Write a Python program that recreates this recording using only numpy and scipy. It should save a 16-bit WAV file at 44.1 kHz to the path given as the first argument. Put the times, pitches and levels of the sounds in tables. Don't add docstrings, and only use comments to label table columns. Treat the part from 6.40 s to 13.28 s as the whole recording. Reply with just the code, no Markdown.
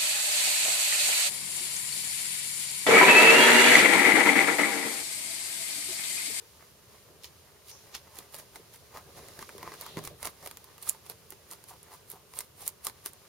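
import sys
import numpy as np
from scipy import signal
from scipy.fft import rfft, irfft, next_fast_len
from scipy.io import wavfile
from scipy.ndimage import uniform_filter1d, map_coordinates

SR = 44100
rng = np.random.default_rng(int(sys.argv[2]) if len(sys.argv) > 2 else 0)


def waveform_to_disk(signal):
    frames = np.transpose(np.atleast_2d(signal))
    scaled = np.clip(frames, -1, 1) * 32767
    samples = np.round(scaled).astype(np.int16)
    wavfile.write(sys.argv[1], SR, samples)


N = 303408

# (time of greatest force [s], length [s], level [dB], crispness [dB])
BITES = [(0.851, 0.08, -44, 3), (1.297, .1, -46.5, 8.5), (1.555, 0.067, -38, -0.5), (1.782, 0.17, -50, 0.5),
         (1.948, .08, -48, 3.5), (1.991, 0.1, -49, 2), (2.162, 0.082, -52, 0.5), (2.346, 0.076, -53, 1.5),
         (2.563, 0.12, -52.5, -7.5), (2.781, .09, -50.5, -1.5), (3.015, 0.087, -48, 0),
         (3.285, .15, -54.5, -11), (3.341, 0.068, -49.5, -2.5), (3.419, 0.1, -47.5, -0.5),
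         (3.467, .14, -50.5, -3), (3.582, .045, -44, -4.5), (3.656, .12, -46.5, 0), (3.832, 0.11, -47.5, 0),
         (3.865, .085, -41, 1.5), (4.058, 0.18, -50, 0.5), (4.432, 0.047, -48, 5), (4.486, .11, -42, 3.5),
         (4.665, 0.044, -52, 1), (4.707, 0.067, -50, 3.5), (4.923, 0.092, -58.5, 4), (5.123, 0.084, -48, 3),
         (5.294, 0.047, -51.5, 5), (5.538, 0.14, -54, 0.5), (5.712, .09, -52.5, 5.5),
         (5.983, 0.15, -46.5, 3), (6.217, 0.12, -48.5, 3.5), (6.269, 0.085, -45, 5),
         (6.451, 0.038, -44.5, 7), (6.472, 0.07, -43.5, 4), (6.667, 0.062, -44.5, 4.5)]
# (time [s], energy packed into one millisecond [dB], crispness [dB])
THICK_VEINS = [(.8438, -31, 1.5), (1.5502, -28.5, 3), (1.7876, -34.5, 2), (1.944, -36.5, 3),
               (1.9871, -42.5, -2), (2.158, -39, -2), (2.338, -49, 5), (2.3602, -50, 0), (2.572, -39, -4),
               (2.885, -42, 1), (2.991, -37.5, -3.5), (3.026, -38, -9), (3.0916, -47.5, -16.5),
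               (3.1812, -40, -0.5), (3.229, -35.5, -5.5), (3.2763, -44.5, -16.5), (3.3187, -43.5, -12.5),
               (3.4113, -35, 4.5), (3.4644, -37.5, -2), (3.5704, -35.5, -7), (3.6511, -38, 5),
               (3.6745, -31.5, -0.5), (3.829, -31.5, 1.5), (3.8544, -27.5, 1.5), (3.872, -30, -1.5),
               (4.0613, -34.5, 1), (4.0735, -33.5, 1), (4.1122, -37.5, 0.5), (4.1716, -39.5, 4.5),
               (4.2428, -45.5, 5), (4.3806, -45, 0), (4.4263, -50.5, 16.5), (4.4903, -30.5, 12),
               (4.495, -30, 16.5), (4.548, -48.5, -5), (4.6984, -34, 5), (4.9051, -47, 13.5),
               (4.9224, -40, -2.5), (5.1127, -41, 8), (5.1338, -38.5, 0.5), (5.24, -45.5, 3.5),
               (5.4305, -54.5, 13.5), (5.7016, -48.5, 17.5), (5.7164, -42.5, 9), (5.937, -41.5, -2.5),
               (5.9889, -30.5, 10.5), (6.0062, -32.5, 3), (6.278, -31.5, 15), (6.291, -41, 6),
               (6.4483, -42, 12.5), (6.4687, -23.5, 3.5), (6.4977, -38.5, -1), (6.6606, -28, 4.5),
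               (6.734, -49, 8)]
# (time [s], level [dB])
HIDDEN_BY_MUZZLE = [(.85, -11.5), (1.55, -9), (1.75, 0)]
# (frequency [Hz], level per Hz [dB])
CRISP_TONE = [(4400, -30.5), (7000, -0.5), (8500, 5), (11300, 6), (13000, 4), (15500, -1), (17000, -18)]
FIBRE_TONE = [(1300, -16.5), (2300, -3), (3000, -2), (4100, 1.5), (5500, 0.5), (7000, -2), (9500, -21)]
MOUTH_TONE = [(100, -6.5), (250, -6.5), (400, 1.5), (550, -2.5), (800, 0.5), (1150, 2.5), (1500, -4.5),
              (2100, -3), (3200, -23)]
# (time [s], level [dB])
RUBBING = [(0, -60.5), (.29, -61), (.36, -66.5), (.55, -60), (.78, -67.5), (1, -62), (1.18, -67),
           (1.4, -59), (1.68, -63), (2.65, -61.5), (2.88, -54.5), (3.55, -57), (3.75, -66), (4.1, -61),
           (5, -64.5), (5.4, -62.5), (6.12, -77), (6.6, -63)]
# (mouth [dB], fibre [dB], crisp [dB])
RUBBING_VOICES_DB = [-1.5, -2, -2]
# (time [s], left minus right [dB])
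MOUTH_SIDE = [(0, -3), (2.5, -2.5), (4.1, -3.5), (4.5, -4.5), (5.2, -4), (6.3, -3.5), (6.9, -2)]
# (time [s], length [s], level [dB])
WET_CHEWS = [(2.572, 0.07, -48.5), (5.324, 0.066, -52.5), (5.537, 0.051, -50), (5.752, 0.087, -53),
             (6.469, 0.029, -48)]
# (frequency [Hz], level per Hz [dB])
MOUTH_HOLLOW = [(450, -23), (750, -1.5), (1080, 0.5), (1350, -8), (2200, -20.5)]
# (time of the peak [s], rise [s], fall [s], level [dB], centre frequency [Hz])
LEAF_SLIDES = [(1.315, 0.018, 0.15, -51, 5960), (3.49, 0.17, 0.32, -52, 3620)]
# (frequency [Hz], average level in the ring [dB], time to fade by 60 dB [s])
FLOOR_TONES = [(108, -18, .26), (159, -9.5, .16), (215, -9, .06), (305, -5, .045), (355, -3.5, .052),
               (402, 0, .07), (462, -6, .05)]
# (time [s], level [dB])
FLOOR_BUMPS = [(.701, -55), (2.196, -46.5), (3.018, -47), (3.15, -39.5), (3.237, -41), (3.569, -25.5),
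               (4.698, -46.5), (4.923, -48.5), (5.735, -49.5)]
# (time [s], level before a random wobble [dB])
WEIGHT_SHIFTS = [(0, -90), (.6, -73), (.7, -59.5), (.85, -72.5), (2.4, -67), (2.8, -58), (3.2, -58.5),
                 (3.45, -58), (3.65, -51.5), (3.8, -65), (4.3, -70), (6.9, -75)]
# (frequency [Hz], level per Hz [dB])
WEIGHT_TONE = [(30, -30), (70, -13), (150, -1), (250, -17.5), (400, -7), (700, -13.5), (1500, -48)]
# (frequency [Hz], time to fade by 60 dB [s])
WALL_ECHO = [(200, 0.23), (1200, 0.15), (5000, 0.13), (14000, 0.033)]
# (frequency [Hz], level per Hz [dB])
ROOM_TONE = [(12, -45), (20, -41), (75, 5), (170, -2), (291, -9.5), (431, -6.5), (541, -3.5), (825, -12.5),
             (950, -9.5), (1370, -12.5), (2090, -16), (2930, -12.5), (3470, -15.5), (15000, -16.5),
             (16800, -50)]
# (frequency [Hz], likeness [1 = the same])
ROOM_LIKENESS = [(40, 1), (120, 0.78), (500, 0.2), (1200, 0.59), (3000, 0.065), (12000, 0.062)]

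RISE_SHARE = 0.48
SWELL_DB = 19
THIN_VEIN_DB = 2
THIN_VEIN_SCATTER = 0.2
FIBRE_DB = -3
TOP_HZ = 16200


def amp(db):
    return 10 ** (np.asarray(db) / 20)


def unit(x):
    return x / np.sqrt(np.mean(x ** 2) + 1e-20)


def along(points, hz):
    point_hz, values = np.transpose(points)
    return np.interp(np.log(hz + 1), np.log(point_hz + 1), values)


def curves(rows):
    times, *columns = np.transpose(rows)
    return np.array([np.interp(np.arange(N) / SR, times, column) for column in columns])


def wobble(rate):
    points = rng.standard_normal(int(N * rate / SR) + 4)
    return map_coordinates(points, [np.arange(N) * rate / SR])


def fade(t, t60):
    return np.exp(-np.log(1000) * t / t60)


def filtered(x, response):
    size = next_fast_len(N + SR // 4)
    spectrum = rfft(x, size) * response(np.fft.rfftfreq(size, 1 / SR))
    return irfft(spectrum, size)[..., :N]


def coloured(x, tone, size=1024):
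    cepstrum = irfft(np.log(amp(along(tone, np.fft.rfftfreq(size, 1 / SR)))))
    cepstrum[1:size // 2] *= 2
    cepstrum[size // 2 + 1:] = 0
    kernel = irfft(np.exp(rfft(cepstrum)))
    return signal.fftconvolve(x, kernel[None], axes=1)[:, :x.shape[1]]


def ports(pair, side_db):
    mid = unit(pair[0])
    side = unit(pair[1]) * amp(side_db)
    return unit(np.array([mid + side, mid - side]))


def add(track, s, sound):
    part = track[..., max(round(s * SR), 0):][..., :sound.shape[-1]]
    part += sound[..., :part.shape[-1]]


def cabbage(left_lag=1.2e-5):
    times, (mouth_db, fibre_db, crisp_db) = breaks()
    force = bite_force()
    rub = amp(curves(RUBBING) + np.array(RUBBING_VOICES_DB)[:, None])

    mouth = snapping(times, mouth_db, MOUTH_TONE, t60=0.013, shiver_db=-9, shiver_t60=0.045, side_db=-18)
    mouth += force[0] * crackling(MOUTH_TONE, rate=550, spread_db=3.5, friction_db=-3.5, side_db=-11)
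    mouth_rub = crackling(MOUTH_TONE, rate=120, spread_db=3.5, friction_db=0.5, side_db=-7.5)
    mouth += rub[0] * amp(2.4 * wobble(30)) * mouth_rub

    fibre = snapping(times, fibre_db, FIBRE_TONE, t60=0.016, shiver_db=5, shiver_t60=0.013, side_db=-3.5)
    fibre += force[1] * crackling(FIBRE_TONE, rate=1400, spread_db=10, friction_db=1.5, side_db=-4)
    fibre += rub[1] * crackling(FIBRE_TONE, rate=540, spread_db=5, friction_db=7, side_db=-2.5)

    crisp = snapping(times, crisp_db, CRISP_TONE, t60=0.0021, shiver_db=-21, shiver_t60=0.038, side_db=-7)
    crisp += force[2] * crackling(CRISP_TONE, rate=1400, spread_db=5, friction_db=-3, side_db=1.5)
    crisp += rub[2] * crackling(CRISP_TONE, rate=850, spread_db=3, friction_db=3, side_db=3)

    voices = amp(-1.97) * placed(reshaped(mouth, depth_db=2.5), 0.19)
    voices += amp(-0.5) * placed(fibre, 0.35)
    voices += amp(-0.63) * placed(crisp, 1.2)
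    lags = np.array([[left_lag], [0]])
    return filtered(voices, lambda hz: np.exp(-2j * np.pi * hz * lags))


def bite_force():
    t = np.arange(N) / SR
    power = np.zeros((3, N))
    for s, length, db, crispness_db in BITES:
        rise = RISE_SHARE * length
        fall = (1 - RISE_SHARE) * length
        near = slice(max(int((s - 2 * rise) * SR), 0), int((s + 2 * fall) * SR))
        swell_db = -SWELL_DB * np.maximum((s - t[near]) / rise, (t[near] - s) / fall)
        power[:, near] += amp(voice_levels(s, db, crispness_db)[:, None] + swell_db) ** 2
    return np.sqrt(power)


def breaks(count=2):
    snaps = list(THICK_VEINS)
    for s, length, db, crispness_db in BITES:
        for early_late, size, colour in rng.uniform(-1, 1, (count, 3)):
            time = s + THIN_VEIN_SCATTER * length * early_late
            snaps.append((time, db + THIN_VEIN_DB + 3 * size, crispness_db + 4 * colour))
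    times, db, crispness_db = np.transpose(snaps)
    return times, voice_levels(times, db, crispness_db)


def voice_levels(s, db, crispness_db):
    hidden_db = np.interp(s, *np.transpose(HIDDEN_BY_MUZZLE))
    return np.array([db - crispness_db + hidden_db, db + FIBRE_DB, db + crispness_db + hidden_db])


def snapping(times, levels_db, tone, t60, shiver_db, shiver_t60, side_db, size=3072):
    track = np.zeros((2, N))
    t = np.arange(size) / SR
    shape = fade(t, t60) + amp(shiver_db) * fade(t, shiver_t60)
    milliseconds = 1000 * size / SR
    hz = np.geomspace(100, SR / 2, 44)
    for s, db in zip(times, levels_db):
        own_db = along(tone, hz) + rng.normal(0, 2.8, len(hz))
        burst = coloured(shape * rng.standard_normal((2, size)), np.transpose([hz, own_db]))
        add(track, s, amp(db) * ports(burst, side_db) / np.sqrt(milliseconds))
    return track


def crackling(tone, rate, spread_db, friction_db, side_db):
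    bursts = rng.random(N) < rate / SR
    sizes = amp(spread_db * np.minimum(rng.standard_normal(N), 2))
    grains = unit(bursts * sizes * rng.choice([-1, 1], (2, N)))
    friction = amp(friction_db) * rng.standard_normal((2, N))
    return ports(coloured(grains + friction, tone), side_db)


def reshaped(x, depth_db, size=512):
    z = signal.stft(x, nperseg=size)[2]
    field = rng.standard_normal(z.shape[1:])
    field = uniform_filter1d(field, size=2, axis=0)
    field = uniform_filter1d(field, size=8, axis=1)
    gains = unit(amp(depth_db * unit(field)))
    return signal.istft(z * gains, nperseg=size)[1][:, :N]


def placed(x, share):
    gains = amp(share * curves(MOUTH_SIDE) * np.array([[1], [-1]]) / 2)
    return x * gains / np.sqrt(np.mean(gains ** 2, axis=0))


def munching():
    t = np.arange(N) / SR
    squeeze = sum(amp(db) * np.exp(-(2 * (t - s) / length) ** 2) for s, length, db in WET_CHEWS)
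    return squeeze * crackling(MOUTH_HOLLOW, rate=450, spread_db=6.5, friction_db=-5, side_db=-41)


def sliding(width_hz=700):
    t = np.arange(N) / SR
    track = np.zeros((2, N))
    for s, rise, fall, db, centre_hz in LEAF_SLIDES:
        noise = rng.standard_normal((2, N))
        hiss = filtered(noise, lambda hz: np.exp(-((hz - centre_hz) / width_hz) ** 2 / 2))
        drop_db = 20 * np.minimum(np.maximum((s - t) / rise, (t - s) / fall), 10)
        track += amp(db - drop_db) * ports(hiss, side_db=1.5)
    return track


def tray(attack=0.0013):
    track = np.zeros(N)
    t = np.arange(SR // 3) / SR
    for s, db in FLOOR_BUMPS:
        ring = np.zeros(len(t))
        for hz, level_db, t60 in FLOOR_TONES:
            tone = np.sin(2 * np.pi * (hz * t + rng.random()))
            ring += amp(level_db + rng.normal(0, 1)) * fade(t, t60) * tone
        add(track, s, amp(db) * ring * (1 - np.exp(-t / attack)))
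    rumble = filtered(rng.standard_normal((2, N)), lambda hz: amp(along(WEIGHT_TONE, hz)))
    shifting = amp(curves(WEIGHT_SHIFTS) + 4 * wobble(26))
    return track + shifting * ports(rumble, side_db=-13.5)


def walls(x):
    hz, t, z = signal.stft(rng.standard_normal((2, SR // 4)), SR, nperseg=256)
    tail = signal.istft(z * fade(t, along(WALL_ECHO, hz)[:, None]), SR, nperseg=256)[1]
    return signal.fftconvolve(x, tail / np.linalg.norm(tail[0]), axes=1)[:, :N]


def background(level_db=-59, drone_db=-70, drone_hz=407, width_hz=42):
    def split(hz):
        turn = np.arccos(np.clip(along(ROOM_LIKENESS, hz), -1, 1)) / 2
        return amp(along(ROOM_TONE, hz)) * [np.cos(turn), np.sin(turn)]

    mid, side = filtered(rng.standard_normal((2, N)), split)
    quiet = unit(np.array([mid + side, mid - side]))
    drone = filtered(rng.standard_normal(N), lambda hz: 1 / (1 + ((hz - drone_hz) / width_hz) ** 2))
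    return amp(level_db) * quiet + amp(drone_db) * unit(drone)


def scene():
    eating = cabbage() + munching() + sliding() + tray()
    return eating + amp(-13.5) * walls(eating) + background()


def record(dry):
    def response(hz):
        notch = 1 - 0.8 / (1 + 1j * (hz - 7880) / 220)
        return notch / np.sqrt(1 + (hz / TOP_HZ) ** 180)

    return filtered(dry, response)


dry = scene()
out = record(dry)
waveform_to_disk(out)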